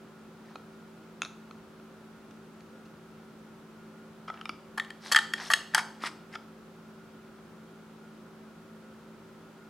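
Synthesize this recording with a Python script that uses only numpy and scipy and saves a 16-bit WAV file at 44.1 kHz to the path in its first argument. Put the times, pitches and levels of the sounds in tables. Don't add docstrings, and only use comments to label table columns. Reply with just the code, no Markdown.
import sys
import numpy as np
from scipy import signal
from scipy.fft import rfft, irfft, next_fast_len
from scipy.io import wavfile
from scipy.ndimage import map_coordinates

SR = 44100
rng = np.random.default_rng(int(sys.argv[2]) if len(sys.argv) > 2 else 0)


def file_out(sig):
    cols = np.atleast_2d(sig).T
    lim = np.clip(cols, -1, 1)
    pcm = np.round(lim * 32767).astype(np.int16)
    wavfile.write(sys.argv[1], SR, pcm)


N = 427329
TIME = np.arange(N) / SR


def from_db(db):
    return 10 ** (np.asarray(db) / 20)


def rms_one(x):
    return x / np.sqrt(np.mean(x ** 2) + 1e-20)


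def at_hz(points, hz):
    known_hz, values = np.transpose(points)
    return np.interp(np.log(np.maximum(hz, 1)), np.log(known_hz), values)


def colour(x, points):
    size = next_fast_len(x.shape[-1])
    gain = from_db(at_hz(points, np.fft.rfftfreq(size, 1 / SR)))
    return irfft(rfft(x, size) * gain, size)[..., :x.shape[-1]]


def band(x, low_hz, high_hz):
    return signal.sosfilt(signal.butter(2, [low_hz, high_hz], "band", fs=SR, output="sos"), x)


def add(out, start_s, sound):
    at = max(round(start_s * SR), 0)
    out[at:at + len(sound)] += sound[:len(out) - at]


def stereo(mid, side):
    return np.array([mid + side, mid - side])


# f/Hz, relative level per Hz/dB
AIR_COLOUR = [(25, -13), (50, -11.5), (100, -5.5), (170, 0), (300, 0), (450, -3.5), (700, -8.0), (1000, -9),
              (1350, -8.5), (1900, -16.5), (3500, -22.0), (7000, -29.5), (11000, -33.5), (15000, -36.5)]
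# f/Hz, level/dB
AIR_WIDTH = [(50, -14.5), (200, -11.5), (500, -10), (1500, -7), (4000, -3), (14000, -0.5)]


def air():
    mid, side = colour(rng.standard_normal((2, N)), AIR_COLOUR)
    side = colour(rms_one(side), AIR_WIDTH)
    return from_db(-54.5) * stereo(rms_one(mid), side)


def drift(rate):
    coarse = TIME[::100]
    slow = map_coordinates(rng.standard_normal(512), [coarse * rate], order=3, mode="wrap")
    return np.interp(TIME, coarse, rms_one(slow))


# f/Hz, rms level/dB, unsteadiness (0 to 1)
HUM_TONES = [(166.2, -60.5, 0.26), (179, -73, 0.8), (219.4, -54.5, 0.22), (361, -70, 1), (384, -60.5, 0.16),
             (524, -70.5, 1), (1318, -70.5, 0.02), (1426, -69, 0.99)]


def hum(waver_per_s):
    out = np.zeros(N)
    for hz, level_db, unsteady in HUM_TONES:
        waver = (drift(waver_per_s) + 1j * drift(waver_per_s)) / np.sqrt(2)
        carrier = np.exp(2j * np.pi * (hz * TIME + rng.random()))
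        steady = np.sqrt(1 - unsteady ** 2)
        tone = np.real((steady + unsteady * waver) * carrier)
        out += from_db(level_db) * rms_one(tone)
    return out


# f/Hz, level/dB
ECHO_COLOUR = [(250, -8), (900, -9), (1800, -17.5), (3300, -13.5), (5500, -10), (8000, -10), (14000, -12)]


def room(x, t60, treble_t60, first_echo_s, width):
    t = TIME[:SR * 3 // 4]
    mid, side = rng.standard_normal((2, len(t)))
    noise = stereo(mid, width * side)
    lows = signal.sosfilt(signal.butter(1, 5000, fs=SR, output="sos"), noise)
    treble = noise - lows
    tail = lows * from_db(-60 * t / t60) + treble * from_db(-60 * t / treble_t60)
    tail *= np.clip(t / first_echo_s - 1 / 2, 0, 1)
    tail /= np.linalg.norm(tail, axis=1, keepdims=True)
    return signal.fftconvolve(colour(x, ECHO_COLOUR)[None], tail, axes=1)[:, :N]


# f/Hz, level/dB
JAR_WIDTH = [(500, -25.5), (1500, -30.5), (3000, -35), (6000, -12), (12000, -9.5)]
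# f/Hz, level/dB
JAR_LEAN = [(500, -0.6), (1800, 1), (5000, 1.5), (9000, 0), (14000, 0)]


def near_field(x):
    t = TIME[:SR // 50]
    scatter = rng.standard_normal(len(t)) * np.exp(-t / 0.003)
    scatter *= t > 0.0004
    scattered = signal.fftconvolve(x, scatter / np.linalg.norm(scatter))[:N]
    side = colour(scattered, JAR_WIDTH)
    left = colour(x, [(hz, db / 2) for hz, db in JAR_LEAN])
    right = colour(x, [(hz, -db / 2) for hz, db in JAR_LEAN])
    return np.array([left, right]) + stereo(0, side)


def slips(size, per_s, spread_db):
    born = rng.random(size) < per_s / SR
    uneven = from_db(spread_db * rng.standard_normal(size))
    return rms_one(born * rng.standard_normal(size) * uneven)


def scrapes(table, timbre, flutter_db):
    out, t = np.zeros(N), TIME[:SR // 2] - 1 / 4
    edges = np.geomspace(400, 15000, num=11)
    for peak_s, rise_s, fall_s, level_db, tilt_db in table:
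        grit = np.zeros(len(t))
        for low, high in zip(edges, edges[1:]):
            flutter = np.interp(t, np.linspace(t[0], t[-1], num=70), rng.standard_normal(70))
            grains = band(slips(len(t), per_s=4000, spread_db=6.5), low, high)
            grit += grains * from_db(flutter_db * flutter)
        grit = colour(grit, [(hz, db + tilt_db * np.log2(hz)) for hz, db in timbre])
        stroke = np.exp(-np.abs(t / np.where(t < 0, rise_s, fall_s)) ** 1.8)
        add(out, peak_s + t[0], from_db(level_db) * rms_one(grit) * stroke)
    return out


# peak t/s, rise t/s, fall t/s, level/dB, treble tilt per octave/dB
GLIDE_STROKES = [(.5, 0.083, 0.064, -60.5, -7), (5.066, 0.036, 0.091, -45, -2.5),
                 (5.42, 0.047, 0.031, -41, -4.5), (5.478, 0.061, 0.018, -44, -1)]
# f/Hz, relative level per Hz/dB
GLIDE_HISS = [(200, -25), (600, -8.5), (850, -0.5), (1300, -3), (1800, 3.5), (2400, -5), (3300, 0),
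              (4200, 2), (5600, 2), (7000, -7.5), (8200, -7), (11000, -11.5), (15000, -31)]


def glides():
    return scrapes(GLIDE_STROKES, GLIDE_HISS, flutter_db=1)


# peak t/s, rise t/s, fall t/s, level/dB, treble tilt per octave/dB
GRIND_STROKES = [(4.375, 0.037, 0.048, -53.5, -9), (5.792, 0.034, .016, -30, -4),
                 (6.032, 0.023, .008, -45, -3), (6.067, 0.026, 0.018, -33, -2),
                 (6.353, 0.026, 0.0083, -44.5, -3.5)]
# f/Hz, relative level per Hz/dB
GRIND_CRUNCH = [(200, -27), (550, -21), (850, -8), (1250, -2.5), (1900, -1), (2400, -4.5), (3300, -8.5),
                (4200, -9.5), (5100, -4.5), (6500, -15), (8200, -14.5), (11000, -20), (15000, -38)]


def grinds():
    return scrapes(GRIND_STROKES, GRIND_CRUNCH, flutter_db=2.5)


def ring(force, hz, t60):
    decay = from_db(-60 / (t60 * SR))
    turn = 2 * np.pi * hz / SR
    feedback = [1, -2 * decay * np.cos(turn), decay ** 2]
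    return signal.lfilter([0, np.sin(turn)], feedback, force + 1e-18)


def rub_and_snap(t, rub_s, snap, grain_db):
    rub = slips(len(t), per_s=10000, spread_db=grain_db) * np.exp(-(t / rub_s) ** 2)
    rub *= 1 - np.exp(-t / (0.18 * rub_s))
    force = rub / (np.linalg.norm(rub) + 1e-9)
    force[0] += snap / (1 + (rub_s / 0.002) ** 2)
    return force


REGISTER_BORDERS = [250, 1550, 2200, 4500, 12000]
REGISTER_VOICES = {"liner": [-1.5, -20, -1.5, -10], "knock": [1, -9.5, -4.5, -19], "catch": [-12, -1, -8.5,
                   -14.5], "slip": [-4.5, -1, -4.5, -3]}
BRIGHTNESS_SHARES = [-0.41, -0.3, 0.47, 0.83]
CRACK_LEVELS = [-13, -6.5, -2.5, -3]


def contacts(table, modes, kind, crack_db, snap, grain_db, soft_hz, low_cut_hz, detune):
    out, t = np.zeros(N), TIME[:SR // 14]
    mode_hz, mode_db, mode_t60 = np.transpose(modes)
    register = np.digitize(mode_hz, REGISTER_BORDERS[1:-1])
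    softness = signal.butter(6, soft_hz, fs=SR, output="sos")
    small_body = signal.butter(2, low_cut_hz, "high", fs=SR, output="sos")
    for start_s, rub_s, contact_db, bright_db in table:
        force = rub_and_snap(t, rub_s, snap, grain_db)
        force = signal.sosfilt(np.vstack([softness, small_body]), force)
        load = detune * np.sqrt(mode_hz / 1000) * rng.standard_normal(len(modes))
        loaded_modes = zip(mode_hz * (1 + load), mode_db, mode_t60)
        rings = np.array([from_db(db) * ring(force, hz, t60) for hz, db, t60 in loaded_modes])
        for k, register_db in enumerate(REGISTER_VOICES[kind]):
            low, high = REGISTER_BORDERS[k], REGISTER_BORDERS[k + 1]
            ringing = band(rings[register == k].sum(axis=0), low / 1.3, high * 1.15)
            crack = from_db(CRACK_LEVELS[k] + crack_db) * rms_one(band(force, low, high))
            voice = rms_one(ringing) + crack
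            voice *= np.sqrt(SR / 100) / np.linalg.norm(voice)
            level_db = contact_db + register_db + BRIGHTNESS_SHARES[k] * bright_db
            add(out, start_s, from_db(level_db) * voice)
    return out


# t/s, rub length t/s, level/dB, brightness/dB
LINER_TOUCHES = [(.556, 0.003, -43.5, -8.5), (1.2192, 0.00091, -31, 3.5), (1.228, 0.0086, -43, 3),
                 (1.2494, 0.00049, -43, 5), (1.2575, .003, -46, -4), (1.51, 0.0017, -49.5, -8),
                 (1.798, 0.0023, -58.5, -13), (2.308, 0.0044, -66, 12), (2.606, .0022, -66, 11),
                 (2.853, .012, -63, 6)]
# f/Hz, relative level/dB, 60 dB decay t/s
LINER_RINGS = [(291, 24.5, 0.14), (1296, -9, 0.06), (1335, 45, 0.017), (1960, 0, 0.0036), (2640, 11, 0.018),
               (3430, 2, 0.012), (4130, 14, 0.0073), (5200, 5, 0.0086), (6130, 7, 0.006), (7100, 1, 0.0033),
               (9400, -9, 0.0098)]


def liner():
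    return contacts(LINER_TOUCHES, LINER_RINGS, "liner", crack_db=-4, snap=1.2, grain_db=4.5,
                    soft_hz=10500, low_cut_hz=260, detune=0.023)


# t/s, rub length t/s, level/dB, brightness/dB
RIM_KNOCKS = [(4.277, 0.014, -40, -2.5), (4.3003, .002, -40, -14), (4.34, .002, -51, 2),
              (4.4125, 0.0013, -42.5, 4.5), (4.4555, 0.0011, -38.5, 8), (4.4932, 0.0011, -33.5, 5),
              (6.0372, 0.00038, -36.5, -10), (6.353, 0.0046, -38, 2)]
# f/Hz, relative level/dB, 60 dB decay t/s
JAR_RINGS = [(305, -2.5, 0.022), (570, -36.5, .012), (1275, 5, 0.027), (1333, -5, 0.063), (1700, -16, .008),
             (1960, 15, 0.013), (2340, 7, 0.024), (3170, 9, 0.0075), (3400, 7, 0.013), (4680, 16, 0.01),
             (5090, 13, 0.024), (6500, 4, 0.013), (9500, -19, .007)]


def knocks():
    return contacts(RIM_KNOCKS, JAR_RINGS, "knock", crack_db=0, snap=1.4, grain_db=2,
                    soft_hz=9900, low_cut_hz=460, detune=0.019)


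# t/s, level/dB, brightness/dB
THREAD_CATCHES = [(4.7977, -26.5, -1.5), (4.847, -47.5, 4), (4.9037, -39.5, 3.5), (5.1467, -19, -3),
                  (5.1603, -15.5, 3.5), (5.1642, -15, 2.5), (5.174, -22, -5), (5.1875, -21.5, 1),
                  (5.3362, -24.5, 4), (5.379, -42, 1), (5.5356, -15, 7), (5.7376, -41, -17),
                  (5.753, -25, -3)]
# t/s, rub length t/s, level/dB, brightness/dB
THREAD_SLIPS = [(4.7755, 0.008, -32.5, -7.5), (5.1155, 0.0037, -30, -5), (5.1195, 0.0093, -24, 5.5),
                (5.132, .004, -32, 3), (5.5005, 0.0069, -26, -9), (5.5087, 0.015, -26, -1.5),
                (5.7472, 0.0027, -21, 1), (5.78, 0.0019, -27.5, -7.5), (5.789, .009, -35, -6)]
# f/Hz, relative level/dB, 60 dB decay t/s
CAP_RINGS = [(890, 0, 0.031), (1188, 11, .016), (1293, -5.5, .025), (1720, -14, .025), (1790, 15, .034),
             (1862, 9, .025), (3270, 22, .03), (2850, 6, .014), (3390, 17.5, 0.019), (3790, 20, 0.014),
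             (4500, 6, 0.0088), (5190, 3, .007), (6380, -0.5, 0.0081), (7170, -0.5, .005),
             (8100, -1.5, .012), (10300, -8.5, 0.0075)]


def thread():
    drops = [(s, 0.0026, level_db, bright_db) for s, level_db, bright_db in THREAD_CATCHES]
    clacks = contacts(drops, CAP_RINGS, "catch", crack_db=-3.5, snap=1.73, grain_db=3,
                      soft_hz=12300, low_cut_hz=1700, detune=0.008)
    rasps = contacts(THREAD_SLIPS, CAP_RINGS, "slip", crack_db=0.5, snap=2.5, grain_db=3.5,
                     soft_hz=12400, low_cut_hz=1050, detune=0.008)
    return clacks + rasps


def scene():
    jar = glides() + grinds() + liner() + knocks() + thread()
    echo = room(jar, t60=0.49, treble_t60=0.27, first_echo_s=0.0041, width=0.29)
    return air() + hum(waver_per_s=12) + echo + near_field(jar)


def record(dry):
    thin = signal.sosfilt(signal.butter(2, 35, "high", fs=SR, output="sos"), dry)
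    return signal.sosfilt(signal.ellip(10, 0.1, 90, 15900, fs=SR, output="sos"), thin)


dry = scene()
out = record(dry)
file_out(out)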